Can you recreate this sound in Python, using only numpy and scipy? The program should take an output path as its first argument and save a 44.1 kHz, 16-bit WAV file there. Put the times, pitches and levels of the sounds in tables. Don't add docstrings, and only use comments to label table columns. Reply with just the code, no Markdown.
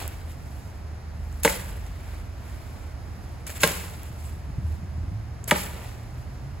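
import sys
import numpy as np
from scipy import signal
from scipy.fft import rfft, irfft
from scipy.io import wavfile

SR = 44100
rng = np.random.default_rng(int(sys.argv[2]) if len(sys.argv) > 2 else 0)


def generate_wav(sig):
    pcm = np.round(np.clip(np.atleast_2d(sig).T, -1, 1) * 32767).astype(np.int16)
    wavfile.write(sys.argv[1], SR, pcm)


N = 291060
TIME, FREQS = np.arange(N) / SR, np.fft.rfftfreq(N, 1 / SR)

# (frequency [Hz], level [dB])
TIP_COLOUR = [(300, -13.5), (2300, 3), (3600, -3), (5300, -2), (6400, -4.5), (7600, 3), (9300, -0.5),
              (11500, 1), (13500, -3.5), (15500, -3.5), (16500, -20)]
FAN_COLOUR = [(120, -10), (380, 7), (600, 6.5), (1100, 2), (2300, -0.5), (3600, -6), (6000, -11.5),
              (16000, -47)]
# (time [s], level [dB], rise [s], hold [s], decay [s], flapping against tips [dB])
LEAF_SWISHES = [(0.0, -40.5, 0.0011, 0.014, 0.054, 3.5), (1.429, -32, 0.0057, .005, 0.093, -18),
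                (3.465, -38, 0.0012, 0.013, 0.02, -14), (3.493, -41, 0.0022, 0.015, 0.045, -9),
                (3.55, -42, 0.0062, .008, 0.054, -4.5), (3.596, -29, 0.023, 0.025, 0.12, -16),
                (5.475, -32, 0.0047, 0.022, 0.011, -10)]
# (peak time [s], level [dB], half length [s], flapping against tips [dB])
FAN_SWINGS = [(0.115, -55, 0.12, 4.5), (0.312, -53, 0.025, -3), (0.564, -57, 0.15, -11),
              (1.366, -58, 0.12, -10), (1.69, -48.5, .02, -13), (1.867, -59, .015, -2),
              (2.117, -55.5, 0.098, 4.5), (2.497, -57, 0.089, 3), (2.697, -57.5, 0.16, 1),
              (3.25, -61.5, 0.16, -8), (3.868, -57, 0.016, -10), (4.07, -53, 0.026, -18),
              (4.256, -52, 0.074, -24), (4.715, -58, 0.061, -13), (5.833, -51, 0.077, 3.5),
              (6.193, -61, 0.035, -3)]
# (frequency [Hz], level [dB])
TRAFFIC_COLOUR = [(15, -17), (28, -16), (42, 0.5), (65, 4.5), (95, 4), (130, -5), (180, -10.5),
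                  (300, -21.5), (700, -60)]
# (peak time [s], boost [dB])
TRAFFIC_SURGES = [(4.66, 6.8), (5.02, 3.7)]
# (time [s], length [s], starting firing rate [Hz], glide [Hz/s], relative level [dB])
ENGINE_GLIDES = [(0, 1.02, 79.9, -4.5, -40), (1.146, 1.03, 50.94, 1, -39.5),
                 (4.593, 0.75, 72.16, 61, -38.5), (5.844, 0.79, 111.3, 35, -42.5)]
# (frequency [Hz], level [dB])
HUM_TONES = [(38.5, -53.5), (76, -43), (121, -52)]
# (frequency [Hz], level [dB])
AIR_COLOUR = [(110, -15), (180, -4.5), (300, -5.5), (490, -11), (680, -7.5), (1100, -13.5), (2000, -17.5),
              (3400, -28), (5300, -25), (7700, -34), (11000, -33.5), (16000, -54)]
# (time [s], level [dB], pitch [Hz], quarter of the peak's width [octaves])
LEAF_SNAPS = [(0.0788, -9, 12500, .7), (1.3268, -27, 7800, .3), (1.4022, -28, 11000, .4),
              (1.4346, -1.5, 10500, .65), (1.8660, -28, 7600, .35), (3.4684, -14, 7200, .3),
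              (3.5025, -18, 7100, .2), (3.6070, -13.5, 7600, .3), (3.6757, 1, 11500, .65),
              (4.0330, -18.5, 11500, .55), (5.4422, -14, 7700, .24)]
# (time [s], length [s], level [dB], pitch [Hz])
RIB_SKIDS = [(1.438, .009, -30, 9500), (3.471, 0.01, -39, 9300), (3.552, 0.023, -46, 7800),
             (3.62, .022, -41, 10200), (4.25, 0.024, -49, 8300), (5.477, 0.016, -33, 11400)]
# (time [s], wave trim [dB], wave tilt [dB/octave], travel at 1 kHz [s], thock [Hz],
# thock boost [dB], knock [Hz], crack trim [dB], crack pitch [ratio], splinter trim [dB],
# tearing energy decay [s], first click against tearing [ratio], side wall send [dB],
# fan shake [dB], shake rise [s])
BLOWS = [(1.4491, -0.5, -1.5, .0068, 510, 6.5, 1700, -3, 1.22, 3.5, 0.0054, 0.83, -3.5, -29.5, 0.048),
         (3.6342, -1.5, -0.8, .0065, 453, 4, 1490, 3, 1.59, 4, 0.0042, 0.74, -6.5, -34.5, 0.03),
         (5.5106, -0.5, 0.5, .0105, 580, 6.5, 2190, -1, 1.17, -1, 0.003, 0.93, -0.5, -32, 0.084)]
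# (frequency [Hz], level [dB])
BEND_COLOUR = [(60, -47), (140, -0.5), (185, 2), (250, -2.5), (350, -2), (540, -0.5), (720, -3.5), (930, 1),
               (1300, -7.5), (2000, -7), (3400, -16), (4500, -17), (16000, -58)]
WOOD_COLOUR = [(150, -26), (600, -7), (1200, 10), (1900, 9), (3400, 4), (4600, -10), (8000, -29),
               (16000, -28)]
SPLINTER_COLOUR = [(1000, -46), (5000, -6), (6500, 0), (8500, 6), (11500, -2), (16000, -7.5)]
# (frequency [Hz], t60 [s], first cut [dB], second cut [dB], third cut [dB])
STALK_MODES = [(182.6, 0.078, -1.5, 4, 4.5), (289, 0.11, -2, -2.5, -9), (455, 0.042, -6, -1, -15),
               (548, 0.049, 0.5, -9, -6), (598, 0.097, -18, -8, -1.5), (888, 0.062, 2, 0.5, 0.5),
               (950, 0.04, -10, -10, 2.5), (1085, 0.036, -5, -2, 1), (1210, 0.051, 4, -14, 1),
               (1380, 0.065, -13, -4, -24), (1625, 0.044, 1.5, 2, -23), (1814, 0.029, -2, -13, 4.5),
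               (2280, 0.044, -11, -14, -3), (2560, .03, -1, -3, -11), (3400, 0.025, -13, -8, 4)]
# (time [s], level [dB], pitch [Hz], decay [cycles], fibre trim [dB],
# splinter trim [dB])
STALK_CRACKS = [(1.4772, 5, 2050, 1.9, -4, 4), (3.4952, -20, 1900, 1.5, 5, 7),
                (3.5015, -21, 1600, 1.5, 8, 8), (3.6752, -9, 3600, 1.2, 0, 9)]
# (time [s], level [dB], pitch [Hz])
SOFT_BUMPS = [(4.101, -30, 110), (4.496, -31, 130), (4.581, -23, 120), (4.826, -32, 160),
              (4.978, -22.5, 100), (5.036, -25, 95), (5.078, -27, 90), (5.115, -30.5, 160)]
# (left delay [s], right delay [s], level [dB])
EARLY_ECHOES = [(.0031, .0031, -18.5), (0.0131, 0.013, -17.5), (0.0177, .0188, -19), (0.05, 0.0491, -31)]
# (frequency [Hz], t60 [s])
YARD_DECAY = [(150, 0.82), (600, 1), (2000, 0.82), (5000, 0.54), (15000, 0.79)]
# (frequency [Hz], level [dB])
SCATTER_COLOUR = [(100, -8), (175, 8.5), (260, -4), (480, -6), (700, -1), (1100, 0.5), (3000, -2),
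                  (4800, 1), (15000, 0)]
# (frequency [Hz], left-right likeness [0-1])
PORT_LIKENESS = [(60, .86), (150, .88), (350, .62), (700, .35), (1400, .35), (3000, .5), (5000, .5),
                 (8000, .85), (15000, .85)]
# (frequency [Hz], left lead [rad])
PORT_PHASE = [(0, 0), (3360, -0.1), (5510, -2.3), (5940, -3.4), (6290, 0.2), (7490, -0.4), (8440, -2.9),
              (9560, -3.2), (10500, -5.8), (12300, -6.8), (13000, -9.3), (14400, -9.6), (15200, -12.4),
              (16500, -12.9)]


def gain_of(db):
    return 10 ** (np.asarray(db) / 20)


def unit_rms(x):
    return x / np.sqrt(np.mean(x ** 2) + 1e-20)


def read(points, hz):
    f, value = np.transpose(points)
    return np.interp(np.log(hz + 1), np.log(f + 1), value)


def add(mix, s, sound):
    part = mix[max(round(s * SR), 0):][:len(sound)]
    part += sound[:len(part)]


def bell(hz, centre_hz, octaves):
    return np.exp(-(np.log2((hz + 1) / centre_hz) / octaves) ** 2)


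def swell(s, half_s):
    return np.exp(-((TIME - s) / half_s) ** 2 / 2)


def envelope(s, rise, decay, hold=0):
    age = TIME - s
    return np.clip(age / rise, 0, 1) * np.exp(-np.maximum(age - rise - hold, 0) / decay)


def colour(x, points, size=4096):
    log_gain = np.log(gain_of(read(points, abs(np.fft.fftfreq(size, 1 / SR)))))
    taps = np.fft.ifft(np.exp(np.conj(signal.hilbert(log_gain)))).real[:size // 2]
    return signal.fftconvolve(x, taps / np.linalg.norm(taps))[:len(x)]


def diffuse(a, b):
    likeness = np.clip(read(PORT_LIKENESS, FREQS), 0, 1)
    mid, side = rfft(a) * np.sqrt((1 + likeness) / 2), rfft(b) * np.sqrt((1 - likeness) / 2)
    return irfft(np.array([mid + side, mid - side]), N)


def noise_bed(points):
    spectra = rfft(rng.standard_normal((2, N))) * gain_of(read(points, FREQS))
    return diffuse(*(unit_rms(side) for side in irfft(spectra, N)))


def drift(hz):
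    return unit_rms(irfft(rfft(rng.standard_normal(N)) / (1 + (FREQS / hz) ** 4), N))


def leaf_taps(per_s, grain_db, ring_s, top_hz):
    when, pitch, chance, phase = rng.random((round(per_s * N / SR), 4)).T[:, :, None]
    age = np.arange(SR // 300)
    force = gain_of(grain_db * np.minimum(-np.log(1 - chance), 4))
    taps = force * np.exp(-age / SR / ring_s) * np.cos(2 * np.pi * (top_hz * pitch * age / SR + phase))
    positions = (when * N).astype(int) + age
    return unit_rms(np.bincount(positions.ravel(), taps.ravel(), N)[:N])


def crackle(points, **taps):
    grains = [leaf_taps(**taps) + rub for rub in rng.standard_normal((2, N))]
    return unit_rms(diffuse(*(colour(side, points) for side in grains)))


def leaf_rustle(breeze_db=-68, settle_db=-48, blow_flap_db=-31, flap_rise_s=0.016):
    motions = [(gain_of(breeze_db) * np.ones(N), 0)]  # (tip amplitude, flapping against tips [dB])
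    motions += [(gain_of(db) * swell(s, half), flap_db) for s, db, half, flap_db in FAN_SWINGS]
    motions += [(gain_of(db) * envelope(s, rise, decay, hold), flap_db)
                for s, db, rise, hold, decay, flap_db in LEAF_SWISHES]
    motions += [(gain_of(settle_db) * envelope(s, flap_rise_s, decay=0.35), 3.5) for s, *_ in BLOWS]
    tip_power = sum(level ** 2 for level, _ in motions)
    flap_power = sum((level * gain_of(flap_db)) ** 2 for level, flap_db in motions)
    for s, *_, shake_db, rise in BLOWS:
        tip_power += (gain_of(shake_db) * envelope(s, rise, decay=0.063)) ** 2
        flap_power += (gain_of(blow_flap_db) * envelope(s, flap_rise_s, decay=0.088)) ** 2
    tips = crackle(TIP_COLOUR, per_s=2400, grain_db=2.0, ring_s=0.00024, top_hz=16560)
    flaps = crackle(FAN_COLOUR, per_s=1000, grain_db=0.9, ring_s=0.00088, top_hz=6960)
    clumps = gain_of(0.9 * drift(hz=46))
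    return (tips * np.sqrt(tip_power) + flaps * np.sqrt(flap_power)) * clumps


def traffic(surge_db, level_db=-38.5):
    return noise_bed(TRAFFIC_COLOUR) * gain_of(level_db + surge_db + 0.5 * drift(hz=6.7))


def engines(surge_db, trim_db=-1.5, overtone_db=-27, waver_db=3, rise_s=0.025):
    out = np.zeros(N)
    for s, length, start_hz, glide, db in ENGINE_GLIDES:
        hz = start_hz + glide * np.clip(TIME - s, 0, length)
        angle = 2 * np.pi * np.cumsum(hz * (1 + 0.022 * drift(hz=7.25))) / SR
        level = gain_of(trim_db + db + surge_db + waver_db * drift(hz=15))
        level *= envelope(s, rise_s, decay=0.49, hold=length - rise_s)
        out += level * (np.sin(angle) + gain_of(overtone_db) * np.sin(2 * angle))
    return np.sqrt(2) * out


def machine_hum(waver_db=3):
    out = np.zeros(N)
    for hz, db in HUM_TONES:
        level = gain_of(db + waver_db * drift(hz=0.75))
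        out += level * np.sin(2 * np.pi * hz * TIME + 0.14 * drift(hz=8.1))
    return np.sqrt(2) * out


def open_air(level_db=-48, swell_db=0.35):
    return noise_bed(AIR_COLOUR) * gain_of(level_db - swell_db * drift(hz=0.39))


def tear(decay, bite, fibres_per_s=14000):
    t = TIME[:SR // 8]
    burst = rng.standard_normal(len(t)) * (rng.random(len(t)) < fibres_per_s / SR)
    burst *= np.exp(-t / decay / 2)
    clicks = burst / np.linalg.norm(burst)
    clicks[0] = -bite
    return clicks / np.linalg.norm(clicks)


def leaf_snaps(skirt_db=-23.5):
    out, hz = np.zeros(N), np.fft.rfftfreq(256, 1 / SR)
    for s, db, centre_hz, octaves in LEAF_SNAPS:
        flick = tear(decay=0.0008, bite=3.5)
        eq_db = skirt_db * (1 - bell(hz, centre_hz, 2 * octaves))
        add(out, s, gain_of(db) * colour(flick, np.transpose([hz, eq_db])))
    return out


def yard_tail(x, tail_db=-13, onset_s=0.0027):
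    hz, t, spectra = signal.stft(rng.standard_normal((2, SR)), SR, nperseg=256)
    fade = gain_of(-60 * t / read(YARD_DECAY, hz)[:, None]) * np.minimum(t / onset_s, 1)
    tail = signal.istft(spectra * fade, SR, nperseg=256)[1]
    wet = signal.fftconvolve(colour(x, SCATTER_COLOUR)[None], tail / np.linalg.norm(tail[0]), axes=1)
    return gain_of(tail_db) * diffuse(*wet[:, :N])


def edge_skids(octaves=0.15):
    out, t = np.zeros(N), TIME[:SR // 10]
    for s, length, db, hz in RIB_SKIDS:
        band = bell(np.fft.rfftfreq(len(t), 1 / SR), hz, octaves)
        rub = unit_rms(irfft(rfft(rng.standard_normal(len(t))) * band))
        arch = np.sqrt(abs(np.sin(np.pi * np.minimum(t / length, 1))))
        add(out, s, gain_of(db) * rub * arch)
    return out


def blade_push(decay, shove=1.5, rough_above_hz=330):
    low_cut = signal.butter(2, rough_above_hz, "high", fs=SR, output="sos")
    force = signal.sosfilt(low_cut, tear(decay, bite=0))
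    force[0] -= shove
    return force


def bending_wave(travel, tilt_db, thock_hz, thock_db, knock_hz, knock_db=7.5, size=8192):
    hz = np.fft.rfftfreq(size, 1 / SR)
    slowness = np.sqrt(1000 / np.clip(hz, 400, 4200))
    delay = travel * (slowness - slowness.min())
    chirp = irfft(np.exp(-2j * np.pi * np.cumsum(delay) * SR / size))[:size // 2]
    eq_db = read(BEND_COLOUR, hz) + tilt_db * np.log2(hz + 1)
    eq_db += thock_db * bell(hz, thock_hz, 0.27) + knock_db * bell(hz, knock_hz, 0.22)
    wave = colour(chirp, np.transpose([hz, eq_db]))
    return wave / np.linalg.norm(wave)


def stalk_ring(wave, cut, direct=0.52):
    t = TIME[:SR // 4]
    response = np.zeros(len(t))
    for hz, t60, *drive_db in STALK_MODES:
        unity_peak = 2 * np.log(1000) / (t60 * SR)
        response += unity_peak * gain_of(drive_db[cut] - 60 * t / t60) * np.cos(2 * np.pi * hz * t)
    response[0] += direct
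    return signal.fftconvolve(wave, response)


def chops(knock_db=15, crack_db=8, splinter_db=5, fine_bite=0.68):
    out, to_wall = np.zeros((2, N))
    for cut, (s, wave_db, tilt_db, travel, thock_hz, thock_db, knock_hz,
              wood_db, wood_pitch, fine_db, decay, bite, wall_db, *_) in enumerate(BLOWS):
        chirp = bending_wave(travel, tilt_db, thock_hz, thock_db, knock_hz)
        wave = signal.fftconvolve(chirp, blade_push(decay))
        knock = gain_of(knock_db + wave_db) * stalk_ring(-wave / np.linalg.norm(wave), cut)
        crack = colour(tear(decay, bite), np.array(WOOD_COLOUR) * [wood_pitch, 1])
        splinters = colour(tear(decay, fine_bite * bite), SPLINTER_COLOUR)
        add(out, s, knock)
        add(out, s, gain_of(crack_db + wood_db) * crack + gain_of(splinter_db + fine_db) * splinters)
        add(to_wall, s, gain_of(wall_db) * knock)
    return out, to_wall


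def early_echoes(x):
    out = np.zeros((2, N))
    for left_s, right_s, db in EARLY_ECHOES:
        add(out[0], left_s, gain_of(db) * x)
        add(out[1], right_s, gain_of(db) * x)
    return out


def stalk_cracks(splinter_db=-19, fibre_db=-4):
    out, t = np.zeros(N), TIME[:SR // 8]
    for s, db, hz, cycles, torn_db, fine_db in STALK_CRACKS:
        pop = np.sin(2 * np.pi * hz * t) * np.sqrt(t) * np.exp(-t * hz / cycles)
        rip = tear(decay=0.0018, bite=0.69)
        splinters = gain_of(splinter_db + fine_db) * colour(rip, SPLINTER_COLOUR)
        fibres = gain_of(fibre_db + torn_db) * colour(rip, FAN_COLOUR)
        add(out, s, gain_of(db) * (pop / np.linalg.norm(pop) + splinters + fibres))
    return out


def wall_slap(x, delay_s=0.0445, left_lag_s=0.0004, level_db=-5.5, band_hz=(750, 1400)):
    slap = gain_of(level_db) * signal.sosfilt(signal.butter(2, band_hz, "band", fs=SR, output="sos"), x)
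    out = np.zeros((2, N))
    add(out[0], delay_s + left_lag_s, slap)
    add(out[1], delay_s, slap)
    return out


def low_bumps(tap_db=-10):
    out, t = np.zeros(N), TIME[:SR // 10]
    for s, db, hz in SOFT_BUMPS:
        thud = np.sin(2 * np.pi * hz * t) * t / 0.0042 * np.exp(1 - t / 0.0052)
        tap_hz = 290 * rng.uniform(0.73, 1.1)
        tap = np.sin(2 * np.pi * tap_hz * t) * np.exp(-t / 0.0094)
        add(out, s, gain_of(db) * (thud + gain_of(tap_db) * tap))
    return out


def lean_right(x, db):
    return x * gain_of([[-db], [db]])


def scene():
    cuts, to_wall = chops()
    blows = cuts + stalk_cracks()
    ticks = leaf_snaps() + edge_skids()
    near = blows + ticks + early_echoes(blows) + wall_slap(to_wall) + yard_tail(blows + ticks)
    foreground = lean_right(near, db=0.2) + leaf_rustle() + low_bumps()
    surge_db = sum(db * swell(s, half_s=0.11) for s, db in TRAFFIC_SURGES)
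    low_bed = traffic(surge_db) + engines(surge_db) + machine_hum()
    return foreground + lean_right(low_bed, db=0.9) + lean_right(open_air(), db=0.5)


def record(dry):
    lead = np.interp(FREQS, *np.transpose(PORT_PHASE))
    ports = irfft(rfft(dry) * np.exp(0.5j * np.array([lead, -lead])), N)
    rounded = ports / (1 + ports ** 8) ** (1 / 8)
    high_cut = signal.firwin(255, 16000, window=("kaiser", 9), fs=SR)
    return signal.oaconvolve(rounded, high_cut[None], "same")


dry = scene()
out = record(dry)
generate_wav(out)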